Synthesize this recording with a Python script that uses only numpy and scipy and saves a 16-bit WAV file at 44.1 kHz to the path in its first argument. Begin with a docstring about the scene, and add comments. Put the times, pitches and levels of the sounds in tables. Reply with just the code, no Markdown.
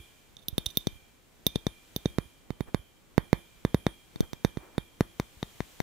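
"""Fingers drum on a light bulb held beside a stereo microphone in a quiet room.
At first, hands and sleeves rustle and the bulb's inner parts sing faintly. Then each tap shoves the bulb
(a dipole's knock), the nail rings the thin glass and the holding hand rebounds; early on, nails graze.
After two seconds the ring weakens, and the knocks grow to their hardest just past three seconds.
Toward the end the bulb travels from right to left."""
import sys
import numpy as np
from scipy import signal
from scipy.fft import rfft, irfft, next_fast_len
from scipy.io import wavfile
from scipy.ndimage import map_coordinates

SR = 44100
rng = np.random.default_rng(int(sys.argv[2]) if len(sys.argv) > 2 else 0)


def master(y):
    """Save y as 16-bit WAV."""
    cut = np.clip(np.atleast_2d(y).T, -1, 1)
    pcm = np.round(cut * 32767)  # scale
    wavfile.write(sys.argv[1], SR, pcm.astype(np.int16))


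N = 256662

# finger blows: start_s, thump_db, snap_db, crisp_db, ring_db, second_mode_lift_db, top_modes_lift_db
FINGER_TAPS = [(.368, -39, -52, 7, -33.5, 2, -35), (.484, -24, -30, 4, -17, -1.5, 14.5),
               (0.581, -10.5, -12, -32, -13.5, -3.5, 8), (.66, -32, -40, 34, -20, -3, -10),
               (0.6635, -32, -24, -1, -13, 0.5, 0), (.772, -13, -21.5, -27, -12, 0, 18),
               (0.871, -9, -17, 6, -19, 4, -8), (1.4664, -10.5, -15, -23, -8.5, 0, 14),
               (1.5581, -10, -16.5, -10, -16.5, -6, -10), (1.6675, -9, -13.5, -0.5, -21, 3.5, -30),
               (1.9626, -16, -22, -4, -17, 2.5, 13), (2.0575, -6.5, -15, -13, -20, 1, -35),
               (2.1849, -7, -9.5, -3, -30.5, -13, -6), (2.5052, -14, -18.5, -6, -39, -2, 5),
               (2.6074, -11, -16.5, -6.5, -38, -9, 10), (2.7459, -7, -8, -7, -28.5, -1, 2),
               (3.1799, -1, -0.5, -11, -28, -9, -5), (3.33, -1.5, -1, -9, -23, -4, -5),
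               (3.65, -5.5, -7.5, -11, -27.5, -1, -7), (3.7453, -3, -9, -5, -28, 1, 8),
               (3.8665, -6, -4.5, -14, -20.5, -5, -18), (4.1594, -22, -27.5, -7, -39.5, -3, -13),
               (4.206, -3.5, -20, 10.5, -25, 8, 7), (4.3326, -19.5, -20, 3.5, -36.5, 13, -4),
               (4.4484, -4, -6.5, -6, -23.5, 8, 5), (4.5719, -14, -20, -16, -37.5, 4.5, -19),
               (4.7809, -9, -9.5, -17.5, -23, -21, -7), (5.008, -3.5, -6.5, -4, -30.5, 4, 2),
               (5.1988, -11, -10, -2, -30.5, 10.5, 9), (5.4288, -15.5, -13, -23, -22.5, -3.5, -42),
               (5.605, -13.5, -11, -9.5, -39, 5, -7), (5.8029, -12.5, -9, -5.5, -32.5, 6, 6)]


def amp(db):
    return 10 ** (np.asarray(db) / 20)


def along(points, hz):
    """Interpolate (frequency_hz, value) points on a log frequency axis."""
    knots_hz, values = np.transpose(points)
    return np.interp(np.log(hz + 1), np.log(knots_hz + 1), values)


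def filtered(x, response):
    """Linear filtering: the spectrum times a frequency response."""
    size = next_fast_len(N + SR // 2)
    return irfft(rfft(x, size) * response(np.fft.rfftfreq(size, 1 / SR)), size)[..., :N]


def pulse(gain):
    """The minimum-phase pulse with this magnitude spectrum."""
    cepstrum = irfft(np.log(np.maximum(gain, 1e-6)))
    half = len(cepstrum) // 2
    cepstrum[1:half] *= 2
    cepstrum[half + 1:] = 0
    return irfft(np.exp(rfft(cepstrum)))


def add(track, start_s, sound):
    """Superpose a stereo sound on the track."""
    start = max(round(start_s * SR), 0)
    part = sound[:, :max(N - start, 0)]
    track[:, start:start + part.shape[1]] += part


def noise(spectrum, side_db):
    """Partly coherent, coloured stereo noise of rms 1."""
    mid, side = filtered(rng.standard_normal((2, N)), lambda hz: amp(along(spectrum, hz)))
    pair = np.array([mid + amp(side_db) * side, mid - amp(side_db) * side])
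    return pair / np.sqrt(np.mean(pair ** 2) + 1e-20)


def wobble(rate_hz):
    """A smooth random curve for each channel."""
    knots = rng.standard_normal((2, int(N * rate_hz / SR) + 4))
    return np.array([map_coordinates(row, [np.arange(N) * rate_hz / SR], order=2) for row in knots])


def dipole(degrees):
    """Dipole gains of a swinging body: 0 degrees points at the left capsule, 90 at the right."""
    return np.array([[np.cos(np.radians(degrees))], [np.sin(np.radians(degrees))]])


def panned(db):
    """Constant-power gains, left exceeding right by db."""
    return amp([[db / 2], [-db / 2]]) / np.hypot(amp(db / 2), amp(-db / 2))


def handling(rest_db=-63, stroke_db=-63.5, stroke_half_s=0.085):
    """Friction noise: hands rustle with each stroke, sleeves and air hiss, skin slides on glass."""
    # spectra of hands, sleeves and skin: frequency_hz, relative_density_db
    hand_spectrum = [(12, -58), (20, 6.5), (141, -1.5), (253, -2.5), (527, -7.5), (585, -9.5), (967, -12.5),
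                     (1810, -17.5), (2330, -18), (3000, -43), (3900, -29), (6600, -120)]
    sleeve_spectrum = [(500, 2.5), (1800, 2), (3200, 5), (5000, -1), (7400, 1), (9300, -3.5), (12000, -3.5),
                       (15600, -4), (15900, -65)]
    skin_spectrum = [(100, -19), (300, -4), (1000, -10), (1800, -16), (4000, -38)]
    # hiss envelope: time_s, level_db
    sleeve_levels = [(0, -60.5), (.45, -66.5), (.75, -60), (1.2, -66.5), (2.0, -60), (2.5, -66),
                     (3.1, -66.5), (3.35, -62.5), (5.0, -63.5), (5.6, -57)]
    # skin slides: centre_s, length_s, level_db
    rubs = [(2.685, 0.029, -51), (4.231, 0.038, -49.5), (4.643, 0.14, -55), (4.753, 0.037, -59)]
    t = np.arange(N) / SR
    strokes = sum(np.exp(-((t - tap[0]) / stroke_half_s) ** 2) for tap in FINGER_TAPS)
    rustle = np.sqrt(amp(rest_db) ** 2 + amp(stroke_db) ** 2 * strokes) * noise(hand_spectrum, side_db=-2)
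    hiss = amp(np.interp(t, *np.transpose(sleeve_levels))) * noise(sleeve_spectrum, side_db=-2)
    slides = sum(amp(db) * np.exp(-(2 * (t - at) / length) ** 2) for at, length, db in rubs)
    return rustle + hiss + slides * noise(skin_spectrum, side_db=-4)


def room(hits):
    """Diffuse reverberation: a faint, well damped tail that the close knock's bass hardly excites."""
    # reverberation times: frequency_hz, t60_s
    decay = [(100, 0.38), (500, 0.27), (3000, 0.19), (8000, 0.44), (15000, 0.085)]
    # room response: frequency_hz, gain_db
    colour = [(100, -35.5), (400, -31.0), (1500, -17.5), (6000, -26.5), (14000, -26.5)]
    hz, t, spectra = signal.stft(rng.standard_normal((2, SR // 2)), SR, nperseg=256)
    tail = signal.istft(spectra * amp(-60 * t / along(decay, hz)[:, None]), SR, nperseg=256)[1]
    tail = np.pad(tail / np.linalg.norm(tail[0]), ((0, 0), (SR // 200, 0)))
    wet = signal.fftconvolve(hits + .5 * hits[::-1], tail, axes=1)[:, :N]
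    return filtered(wet, lambda hz: amp(along(colour, hz)))


def inner_parts(gain_db=6.5, tilt_db_per_octave=0.6):
    """Free vibration: jolted filament supports and other parts ring on faintly; the glass stem clinks."""
    # long modes of supports and other parts, two short ones of the stem: pitch_hz, relative_db, t60_s
    modes = [(338, -62, .45), (2362, -68, 1.2), (2410, -69.5, .9), (2440, -72, .6), (3074, -69.5, .9),
             (3150, -69, .6), (3208, -68, .9), (3265, -67.5, .7), (3298, -68, .8), (3510, -69, .4),
             (4350, -53, .045), (8880, -76.5, .8), (10938, -71.5, .65), (11115, -76.5, .65),
             (11300, -78.5, .7), (11500, -64, .06), (12130, -77, .4), (13830, -78, .7), (14340, -76.5, .75)]
    hz, db, t60 = np.transpose(modes)
    levels_db = db + gain_db + tilt_db_per_octave * np.log2(hz / 3000)
    jolts = [(s, 4 + 0.49 * thump_db + 0.21 * ring_db) for s, thump_db, _, _, ring_db, *_ in FINGER_TAPS]
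    times, jolt_db = np.transpose([(-0.056, 0.21)] + jolts)  # already ringing at the start
    out, lead = np.zeros((2, N)), SR // 10
    for mode_hz, mode_db, t60_s in zip(hz, levels_db, t60):
        blows = np.zeros(lead + N, complex)
        strength = amp(jolt_db + mode_db + rng.normal(0, 2, len(times)))
        blows[lead + (times * SR).astype(int)] = strength * np.exp(2j * np.pi * rng.random(len(times)))
        pole = np.exp((2j * np.pi * mode_hz - np.log(1000) / t60_s) / SR)
        ring = signal.lfilter([1], [1, -pole], blows)[lead:]
        # the filament sways, so each tone wavers, differently toward each capsule
        sway = wobble(rate_hz=36)
        out += (ring * np.exp(1j * (sway + .5 * sway[::-1]))).real * amp(4 * sway[::-1])
    return out * amp([[-2], [1.5]])  # nearer the right capsule


def bounce(t, hz, t60_s, rise_s):
    """A damped mass on a spring: the bulb rocks on the flesh that holds it."""
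    return np.sin(2 * np.pi * hz * t) * amp(-60 * t / t60_s) * (1 - np.exp(-t / rise_s))


def pads():
    """Soft contact excites only low frequencies: a thud whose pitch sags as the finger settles."""
    # finger pads landing or lifting: start_s, level_db, swing_deg
    touches = [(.001, -32.5, 62), (0.486, -33, 80), (.528, -21, 99), (0.664, -23, 72), (0.926, -34, 106),
               (0.955, -35, 105), (2.10, -32, 120), (2.255, -36, 71), (2.68, -32, 120), (2.792, -32, 68),
               (4.23, -27.5, 94), (5.37, -38, 27)]
    out, t = np.zeros((2, N)), np.arange(SR // 5) / SR
    for start_s, db, degrees in touches:
        thud = bounce(t, hz=55 + 55 * np.exp(-t / 0.013), t60_s=0.059, rise_s=0.0024)
        add(out, start_s, amp(db) * dipole(degrees) * thud)
    return out


def shell(t, ring_db, second_db, bright_db):
    """Modal ringing of glass: the spot struck sets the second mode, sharp contact lifts the top ones."""
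    # shell modes, damped by the fingers: pitch_hz, relative_db, t60_s
    modes = [(3618, 0, .018), (6120, -9, .013), (10745, -13, .019), (12945, -18, .024), (13642, -44, .04),
             (15160, -29, .028), (15574, -41, .04)]
    # lift from sharp contact: frequency_hz, share
    brightening = [(6100, 0.01), (10700, 0.21), (12900, 1)]
    ring = np.zeros(len(t))
    for k, (hz, db, t60_s) in enumerate(modes):
        level_db = ring_db + db + second_db * (k == 1) + bright_db * along(brightening, hz)
        pitch_hz = hz + rng.normal(0, .008) / t60_s ** 2  # the grip detunes damped modes most
        polarity = -1 if k else 1  # the lowest mode swings against the rest
        ring += polarity * amp(level_db - 60 * t / t60_s) * np.cos(2 * np.pi * pitch_hz * t)
    return ring


def grazes():
    """Random impact excitation: a sliding nail's tiny contacts each ring the shell."""
    # nail slides: centre_s, length_s, level_db
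    slides = [(.393, 0.017, -43.5), (0.428, 0.021, -44.5), (0.687, 0.011, -35), (0.705, .012, -30.5),
              (0.756, 0.014, -39), (0.809, .03, -38), (1.555, 0.0069, -34), (1.988, 0.023, -59)]
    out, t = np.zeros((2, N)), np.arange(SR // 10) / SR
    for centre_s, length_s, db in slides:
        contacts = rng.standard_normal(len(t)) ** 3 * np.exp(-(2 * (t - length_s) / length_s) ** 2)
        ring = shell(t, db, second_db=-2, bright_db=5)
        scrape = signal.fftconvolve(contacts / np.linalg.norm(contacts), ring)
        add(out, centre_s - length_s, panned(-18) * scrape)
    return out


def scatter(sound, db, t60_s):
    """Early reflections: hands and microphone body throw back a short burst of treble."""
    t = np.arange(SR // 50) / SR
    echoes = rng.standard_normal(len(t)) * amp(-60 * t / t60_s) * (t > .0004)
    echoes = signal.lfilter(*signal.butter(2, 900, "high", fs=SR), echoes / np.linalg.norm(echoes))
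    return sound + amp(db) * signal.fftconvolve(sound, echoes[None], axes=1)[:, :sound.shape[1]]


def taps(size=8192, reference_hz=170, crossover_hz=1300):
    """Impact and dipole radiation: the bulb thumps, the contact snaps, glass rings, the hand rebounds."""
    # the shoved bulb's pressure pulse at pitch reference_hz: frequency_hz, relative_db
    thump_spectrum = [(20, -26), (50, 20.5), (100, 33.5), (170, 37), (300, 32.5), (500, 28), (750, 16),
                      (1400, -17.5), (5000, -45)]
    # the contact's snap: frequency_hz, relative_db
    snap_spectrum = [(100, 9), (650, 21.5), (1000, 19), (1400, 13.5), (2100, 14.5), (2700, 5.5), (4500, 2),
                     (7300, 2), (9300, -9), (11500, -0.5), (14500, -7), (17000, -7.5)]
    # lift from the nail's edge: frequency_hz, share
    crispness = [(2200, 0.082), (7000, 1)]
    # the bulb's way past the microphone: time_s, swing_deg, treble_left_minus_right_db
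    path = [(.5, -11, -10), (1.55, 5, -11.5), (2.05, 51, -17), (2.202, 77, -17), (3.3, 82, -13),
            (3.85, 42.5, -12), (4.2, -41, -8.5), (4.45, -100, -3.5), (4.78, -100, 1.5), (5.0, -130, 2.5),
            (5.45, -146, 5.5), (5.8, -195, 8)]
    out, t, hz = np.zeros((2, N)), np.arange(size) / SR, np.fft.rfftfreq(size, 1 / SR)
    lowpass = signal.butter(1, crossover_hz, fs=SR)
    path_s, *bearings = np.transpose(path)
    for start_s, thump_db, snap_db, crisp_db, ring_db, second_db, bright_db in FINGER_TAPS:
        degrees, pan_db = (np.interp(start_s, path_s, column) for column in bearings)
        pitch_hz = 180 + 0.76 * (snap_db + ring_db)  # harder contact: a shorter, higher thump
        thump = amp(thump_db + along(thump_spectrum, hz * reference_hz / pitch_hz))
        snap = amp(snap_db + along(snap_spectrum, hz) + crisp_db * along(crispness, hz))
        push = pulse(np.hypot(thump, snap))
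        # the bass follows the direction of the swing, the treble the place of the bulb
        bass = signal.lfilter(*lowpass, push)
        swing = dipole(degrees)
        place = panned(pan_db) * np.sign(np.sum(swing * panned(pan_db)))
        knock = swing * bass + place * (push - bass)
        rocking = bounce(t, hz=50 * np.exp(rng.normal(0, 0.12)), t60_s=.11, rise_s=0.01)
        rebound = amp(-21 + 0.78 * thump_db) * rocking
        click = scatter(knock + place * shell(t, ring_db, second_db, bright_db), db=-10, t60_s=.013)
        add(out, start_s, click - swing * rebound)
    return out


def scene():
    """Superposition of all sources; only taps and grazes excite the room."""
    hits = taps() + grazes()
    return hits + inner_parts() + room(hits) + pads() + handling()


def record(dry):
    """Clipping at full scale, then a steep band limit."""
    top_hz = 16900
    return filtered(np.clip(dry, -1, 1), lambda hz: 1 / np.sqrt(1 + (hz / top_hz) ** 200))


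dry = scene()
out = record(dry)
master(out)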